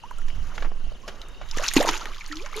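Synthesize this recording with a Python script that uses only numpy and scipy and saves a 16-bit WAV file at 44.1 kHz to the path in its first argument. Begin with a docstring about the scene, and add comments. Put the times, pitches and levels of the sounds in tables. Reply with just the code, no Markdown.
"""A hooked fish is lifted dripping from a stream and flaps: noise-burst slaps and ticks, rising-sine bubbles.
All along, wind (low noise) rumbles on the microphones, mostly the right; the stream hisses and insects buzz
far off (noise bands). At 1.2 s a cricket trills, a pulsed swooping tone. From 1.5 s the fish is back in the
water and thrashes: slaps, spray and bubbles of dense grains, and gulping air pockets, which are gliding tones.
From 1.7 s the metal tackle chinks, clicks ringing a few high modes."""
import sys
import numpy as np
from scipy import signal
from scipy.fft import rfft, irfft, next_fast_len
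from scipy.io import wavfile
from scipy.ndimage import uniform_filter1d, map_coordinates

SR = 44100
rng = np.random.default_rng(int(sys.argv[2]) if len(sys.argv) > 2 else 0)


def linear_from_db(decibels):
    """Turn decibels (scalar or array-like) into linear amplitude factors; 0 gives 1."""
    return 10 ** (np.asarray(decibels, float) / 20)


def store_wav(level_fs):
    """Save 16-bit WAV to argv[1]."""
    pcm = np.round(np.clip(np.atleast_2d(level_fs), -1, 1) * 32767)
    wavfile.write(sys.argv[1], SR, pcm.T.astype(np.int16))


N = 114660
T = np.arange(N) / SR

# Colour of water spray, also the treble of the slaps: frequency_hz, level_db
SPRAY_COLOUR = [(1200, -11.5), (2200, -3.5), (5500, -7), (6800, -2.5), (7800, -17), (10500, -11.5),
                (13300, -13.5), (14600, -57)]


def unit(x):
    """Scales a sound to rms 1."""
    return x / np.sqrt(np.mean(x ** 2) + 1e-20)


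def along(points, hz):
    """Reads a curve of (Hz, value) points on a log frequency axis."""
    point_hz, value = np.transpose(points)
    return np.interp(np.log(hz + 1), np.log(point_hz + 1), value)


def curves(rows):
    """One value per sample for each column after the time."""
    s, *columns = np.transpose(rows)
    return [np.interp(T, s, column) for column in columns]


def wobble(rate):
    """A smooth random curve with rate knots a second."""
    knots = rng.standard_normal(int(N * rate / SR) + 4)
    return map_coordinates(knots, [T * rate])


def filtered(x, response):
    """Multiplies the spectrum of x by a response of frequency in Hz."""
    size = next_fast_len(x.shape[-1] + 8192)
    spectrum = rfft(x, size) * response(np.fft.rfftfreq(size, 1 / SR))
    return irfft(spectrum, size)[..., :x.shape[-1]]


def coloured(x, colour):
    """Gives a sound the colour of a (Hz, dB) table, at rms 1."""
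    return unit(filtered(x, lambda hz: linear_from_db(along(colour, hz))))


def rush(colour, alike, patchy_db):
    """Stereo noise of rms 1 with patches of random gain; alike is the left-right correlation over Hz."""
    z = signal.stft(rng.standard_normal((2, N)), nperseg=256)[2]
    patches = uniform_filter1d(rng.standard_normal(z.shape[1:]), size=6, axis=0)
    patches = uniform_filter1d(patches, size=4, axis=1)
    pair = signal.istft(z * linear_from_db(patchy_db * unit(patches)), nperseg=256)[1][:, :N]

    def mid_and_side(hz):
        turn = np.arccos(np.clip(along(alike, hz), -1, 1)) / 2
        return linear_from_db(along(colour, hz)) * [np.cos(turn), np.sin(turn)]

    mid, side = filtered(pair, mid_and_side)
    return unit(np.array([mid + side, mid - side]))


def grains(count, hz, spread, cycles, scatter_db, pan_db):
    """Small bubbles at random times: damped rising sines, scattered in level and left to right, at rms 1."""
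    length = 500  # samples
    chance, place = rng.random((count, 2)), rng.standard_normal((count, 2))
    pitch_hz = np.clip(hz * np.exp(spread * place[:, :1]), 300, 13000)
    turns = pitch_hz * np.arange(length) / SR
    wave = np.sin(2 * np.pi * turns * (1 + .12 * turns / cycles)) * np.exp(-3 * turns / cycles)
    wave = wave * linear_from_db(-scatter_db * np.log(chance[:, 1:] + .006))  # a few grains stand out
    at = ((chance[:, :1] * N).astype(int) + np.arange(length)).ravel()
    sides = [wave * linear_from_db(side * pan_db * place[:, 1:]) for side in (1, -1)]
    return unit(np.array([np.bincount(at, side.ravel(), N + length)[:N] for side in sides]))


def burst(db, hz, octaves, t60_s, skirt):
    """A 0.2 s noise burst with a fast attack, a band around hz and a flat skirt of gain above it."""
    t = np.arange(SR // 5) / SR

    def colour(f):
        band = np.exp(-(np.log2((f + 1) / hz) / octaves) ** 2 / 2)
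        treble = linear_from_db(along(SPRAY_COLOUR, np.maximum(f, 5000)))
        return (band + skirt * (f > hz)) * treble

    attack = 1 - np.exp(-t / (0.014 * t60_s))
    noise = unit(filtered(rng.standard_normal(len(t)), colour))
    return linear_from_db(db - 6.5 - 60 * t / t60_s) * attack * noise


def slaps():
    """The body of the fish strikes the surface or the air: short bursts of coloured noise."""
    # Slaps: start_s, level_db (before burst's 6.5 dB cut), centre_hz, width_octaves, t60_s
    slap_rows = [(0.282, -33, 1700, 1.43, 0.047), (0.47, -40, 880, 3, 0.021),
                 (.579, -18, 1330, 0.87, 0.025), (0.602, -38.5, 1370, 1.26, 0.087),
                 (0.623, -22, 1100, 1.12, 0.044), (0.644, -27.5, 1160, 0.81, 0.1),
                 (0.717, -27.5, 607, 0.95, 0.023), (1.078, -21.5, 550, 1.86, 0.073),
                 (.919, -29, 620, 0.4, 0.021), (1.412, -29, 910, 1.21, 0.095),
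                 (1.682, -6, 4900, 0.31, 0.0082), (1.764, -9.5, 3580, 4.1, 0.012),
                 (1.888, -6.5, 1880, 1.13, 0.036), (2.46, -27.5, 1400, 0.63, 0.092)]
    out = np.zeros(N + SR)
    for s, db, hz, octaves, t60_s in slap_rows:
        sound = burst(db, hz, octaves, t60_s, skirt=0)
        out[round(s * SR):][:len(sound)] += sound
    return out[:N]


def drop_ticks():
    """Crisp drop impacts: very short narrow bursts with a faint skirt above the centre."""
    # Impacts: start_s, level_db (before burst's 6.5 dB cut), centre_hz
    tick_rows = [(0.11, -28, 1420), (.184, -32.5, 7900), (.217, -30, 1710), (.302, -29.5, 2080),
                 (1.216, -24, 3540), (1.285, -38, 8800), (1.488, -26.5, 3180), (1.512, -15.5, 4370),
                 (1.686, -4.5, 4000), (1.572, -17, 6600), (1.584, -20, 6050), (1.606, -25, 3570),
                 (1.955, -14.5, 2520), (1.976, -23.5, 5630), (2.056, -17.5, 2150), (2.146, -30, 2950),
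                 (2.182, -30, 3510), (2.262, -27, 4570), (2.324, -19, 4200), (2.356, -29, 4930),
                 (2.369, -20.5, 3600), (2.407, -39, 3600), (2.423, -29, 4400), (2.461, -30, 5250),
                 (2.564, -27, 9200)]
    out = np.zeros(N + SR)
    for s, db, hz in tick_rows:
        sound = burst(db, hz, octaves=0.39, t60_s=0.011, skirt=linear_from_db(-20.5))
        out[round(s * SR):][:len(sound)] += sound
    return out[:N]


def bubbles():
    """Single bubbles ring as damped sines of gliding, mostly rising pitch, with a shivering level."""
    # Bubbles: start_s, level_db (before shiver and gain), start_hz, rise_octaves_per_s, t60_s
    bubble_rows = [(.037, -38.5, 880, 11, 0.079), (0.112, -34, 1023, -10, 0.022),
                   (0.185, -44, 1305, 9, 0.04), (1.034, -53, 1030, 5.5, 0.15),
                   (1.546, -43.5, 1147, 5.5, 0.16), (1.572, -9.5, 324, 41, 0.0062),
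                   (1.585, -25.5, 1784, -4, 0.013), (1.594, -36, 510, 28.5, 0.085),
                   (1.617, -35.5, 539, 39, 0.063), (1.633, -47, 1030, 5.5, 0.11),
                   (1.7656, -3, 315, -7, 0.019), (1.772, -18, 262, -7, 0.078),
                   (1.802, -19.5, 437, 55.5, 0.075), (1.849, -17, 626, 0, 0.013),
                   (1.872, -23.5, 941, -3, 0.043), (1.888, -20, 930, 8.5, 0.022),
                   (2.013, -37, 1278, 10, 0.059), (2.056, -34.5, 1810, 3, 0.02),
                   (2.209, -38, 2520, -43, 0.039), (2.314, -37.5, 1800, 18.5, 0.064),
                   (2.329, -34.5, 1355, -4, 0.043), (2.398, -42, 2400, 2, 0.021),
                   (2.53, -35.5, 1160, 15, 0.016), (2.542, -38, 2090, 21, 0.053)]
    out, t = np.zeros(N + SR), np.arange(SR // 5) / SR
    shiver_db = np.pad(2.5 * wobble(250), (0, SR))
    for s, db, hz, rise, t60_s in bubble_rows:
        start = round(s * SR)
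        pitch_hz = hz * 2 ** (rise * np.minimum(t, t60_s))
        level = linear_from_db(db - 60 * t / t60_s + shiver_db[start:][:len(t)])
        attack = 1 - np.exp(-t * hz / 0.93)
        out[start:][:len(t)] += level * attack * 2.74 * np.sin(2 * np.pi * np.cumsum(pitch_hz) / SR)
    return out[:N]


def air_pockets():
    """Open air pockets ring while they close: unsteady gliding tones."""
    # One table a pocket: time_s, pitch_hz, level_db (before the 2 dB lift); pitch and level waver around these
    pocket_tables = [
        [(1.79, 264.9, -18.5), (1.81, 308.7, -51), (1.88, 336.5, -33.5), (1.98, 352, -58)],
        [(2.296, 305, -61), (2.303, 313, -38.5), (2.33, 292, -41.5), (2.358, 316, -43.5), (2.372, 303, -38),
         (2.40, 358, -43.5), (2.42, 423, -41), (2.44, 558, -45.5), (2.46, 627, -50)],
        [(2.548, 426.6, -93), (2.56, 414, -35.5), (2.6, 443, -35)],
    ]
    out = np.zeros(N)
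    for rows in pocket_tables:
        hz, db = curves(rows)
        on = (T > rows[0][0]) & (T < rows[-1][0])
        pitch_hz = hz * (1 + 0.022 * wobble(90))
        out += on * linear_from_db(db + 2 + 2.5 * wobble(80)) * np.sin(2 * np.pi * np.cumsum(pitch_hz) / SR)
    return out


def churn():
    """Stirred water: low sloshing, bubbles in noise, fizz of spray and single falling drops."""
    # Stirring: time_s, sloshing_db, bubbling_db, spray_db
    thrash_rows = [(0, -61, -61.5, -70), (.27, -57.5, -62, -60.5), (.48, -55.5, -50.5, -56),
                   (.64, -45.5, -53, -51.5), (.72, -56.5, -63, -88), (.9, -56, -57, -67),
                   (1.06, -56.5, -67, -59.5), (1.11, -52, -51, -55.5), (1.42, -57.5, -56, -64),
                   (1.555, -68, -51, -46.5), (1.575, -45.5, -40.5, -39.5), (1.67, -51, -31.5, -29),
                   (1.70, -76, -52.5, -36), (1.745, -55, -49.5, -33.5), (1.77, -32.5, -28.5, -23.5),
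                   (1.83, -31, -36, -34), (1.89, -29.5, -33.5, -30.5), (1.93, -47.5, -33.5, -32),
                   (2.0, -47, -42.5, -41), (2.1, -50, -45.5, -49.5), (2.2, -71.5, -53.5, -48.5),
                   (2.5, -60.5, -52, -49.5), (2.6, -44.5, -41.5, -36)]
    # Colour of the sloshing: frequency_hz, level_db
    slosh_colour = [(110, -26), (200, -5.5), (750, -4.5), (1300, -52)]
    # Colour of the bubbling: frequency_hz, level_db
    bubbling_colour = [(500, -42), (850, 4), (1300, 6), (2600, -8.5), (4500, -57)]
    slosh_db, bubbling_db, spray_db = curves(thrash_rows)
    wet = T > 1.5  # the fish is back in the water, bubbles take over
    share = np.where(wet, .85, .25)  # power share of the grains against plain noise
    alike = [(3000, 0.9), (12000, 0.59)]  # (Hz, left-right likeness)

    def mix(colour, grain):
        noise = rush(colour, alike, patchy_db=3.5)
        return np.sqrt(1 - share) * noise + np.sqrt(share) * coloured(grain, colour)

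    slosh = mix(slosh_colour, grains(count=500, hz=550, spread=.4, cycles=6, scatter_db=2.5, pan_db=.2))
    bubbling = mix(bubbling_colour,
                   grains(count=1100, hz=1400, spread=.45, cycles=22, scatter_db=2.2, pan_db=.8))
    spray = mix(SPRAY_COLOUR,
                grains(count=3000, hz=4200, spread=0.563, cycles=15.2, scatter_db=3.5, pan_db=3.0))
    spray = linear_from_db(2.5 * wobble(70)) * filtered(spray, lambda hz: np.where(hz > 7500, .6, 1))
    drops = grains(count=450, hz=9000, spread=.5, cycles=1.5, scatter_db=2.5, pan_db=2.5)
    drops = wet * coloured(drops, SPRAY_COLOUR)
    return linear_from_db(slosh_db) * slosh + linear_from_db(bubbling_db) * bubbling + linear_from_db(spray_db) * (spray + .4 * drops)


def banks(x):
    """A short diffuse answer from the water and banks: decaying noise with its bass thinned."""
    t = np.arange(SR // 5) / SR
    tail = rng.standard_normal((2, len(t))) * linear_from_db(-60 * t / 0.043)  # t60 43 ms
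    tail = filtered(tail, lambda hz: hz / (hz + 1500))
    return signal.fftconvolve(x[None], tail / np.linalg.norm(tail[0]), axes=1)[:, :N]


def tackle():
    """Metal parts knock together: a click rings a few high modes, a little unsteadily, right of centre."""
    # Knocks: start_s, level_db (before mode levels and pan)
    chink_rows = [(1.7368, -28), (1.7784, -37.5), (1.8272, -34.5), (2.277, -50)]
    # Modes of the metal: mode_hz, level_db (against the knock), t60_s
    metal_modes = [(6780, 1.5, 0.053), (8630, 2.5, 0.041), (12900, -7, 0.072)]
    out, t = np.zeros(N + SR), np.arange(SR // 10) / SR
    for s, db in chink_rows:
        sound = linear_from_db(7 - 60 * t / 0.011) * rng.standard_normal(len(t))  # the click
        for hz, level_db, t60_s in metal_modes:
            drift = np.cumsum(rng.normal(0, .04, len(t)))  # radians
            sound += linear_from_db(level_db - 60 * t / t60_s) * np.sin(2 * np.pi * hz * t + drift)
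        out[round(s * SR):][:len(t)] += linear_from_db(db) * sound
    return filtered(out[:N], lambda hz: hz < 14200) * linear_from_db([[-2], [2]])


def cricket():
    """One cricket's uneven trill: tone pulses whose pitch swoops ever wider."""
    start_s, end_s, pulses_per_s = 1.208, 1.50, 54
    base_hz, widest_swoop_hz = 3680, 900
    beat = ((T - start_s) * pulses_per_s + .1 * wobble(8.1)) % 1
    on = (T > start_s) & (T < end_s)
    progress = (T - start_s) / (end_s - start_s)
    pitch_hz = base_hz + widest_swoop_hz * progress * (1 - 1.5 * beat) ** 2
    trill = on * np.sin(np.pi * beat) ** 2 * np.sin(2 * np.pi * np.cumsum(pitch_hz) / SR)
    return linear_from_db(-53.5 + 1.3 * wobble(22.8)) * trill


def wind():
    """Slow pressure swings and lumpy buffeting on the microphones, 6 dB stronger on the right."""
    # Gusts: time_s, rumble_db, buffeting_db (before pan; the buffeting wavers around its level)
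    gust_rows = [(0, -38.5, -53), (.28, -24, -49.5), (.4, -27, -30), (.52, -27, -44), (.63, -25, -41),
                 (.7, -20, -53), (.79, -31.5, -42), (.91, -23.5, -38.5), (1.01, -37, -52.5),
                 (1.1, -36, -48), (1.3, -33, -47), (1.7, -27, -49.5), (2.15, -33.5, -55), (2.6, -37.5, -53)]
    # Colour of the deep rumble: frequency_hz, level_db
    rumble_colour = [(3, -80), (8, 5.5), (16, 14), (24, -7.5), (34, -5.5), (48, -88)]
    # Colour of the buffeting: frequency_hz, level_db
    buffet_colour = [(18, -81), (30, 2.5), (92, -13.5), (300, -31.5), (390, -92)]
    alike = [(30, .86)]  # (Hz, left-right likeness)
    rumble_db, buffet_db = curves(gust_rows)
    rumble = linear_from_db(rumble_db) * rush(rumble_colour, alike, patchy_db=0)
    buffeting = linear_from_db(buffet_db + 2.0 * wobble(25.55)) * rush(buffet_colour, alike, patchy_db=0)
    return (rumble + buffeting) * linear_from_db([[-3], [3]])


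def stream():
    """The steady hiss of the stream: patchy coloured noise with a slowly wavering level."""
    # Colour of the stream: frequency_hz, level_db
    stream_colour = [(59, -56), (110, 1), (330, -11), (750, -22.5), (1100, -8), (2200, -17.5),
                     (6660, -19.5), (8000, -33.5), (11400, -31.5), (14400, -54)]
    # Stereo width of the stream: frequency_hz, left_right_likeness
    stream_alike = [(150, 0.86), (1000, 0.72), (12000, 0.9)]
    return linear_from_db(-55.5 + 1.5 * wobble(5.83)) * rush(stream_colour, stream_alike, patchy_db=4.0)


def insects():
    """Insects far off blur into one wide, patchy noise band."""
    hz, width_hz = 2916, 400
    band = [(hz - 2 * width_hz, -40), (hz - width_hz / 2, -3), (hz, 0),
            (hz + width_hz / 2, -3), (hz + 2 * width_hz, -40)]  # (Hz, dB)
    return linear_from_db(-57) * rush(band, [(3000, 0.3)], patchy_db=-4)


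def scene():
    """The fish near the centre with its answer from the banks, then tackle, churn and background."""
    fish = slaps() + drop_ticks() + bubbles() + air_pockets()
    near = fish * linear_from_db([[-.3], [.3]]) + linear_from_db(-6) * banks(fish) + tackle() + churn()
    return near + cricket() + wind() + stream() + insects()


def roll_off(x):
    """The treble ends steeply here."""
    return signal.sosfilt(signal.butter(12, 14530, fs=SR, output="sos"), x)


def record(dry):
    """The finished mix as it is stored."""
    return roll_off(dry)


dry = scene()
out = record(dry)
store_wav(out)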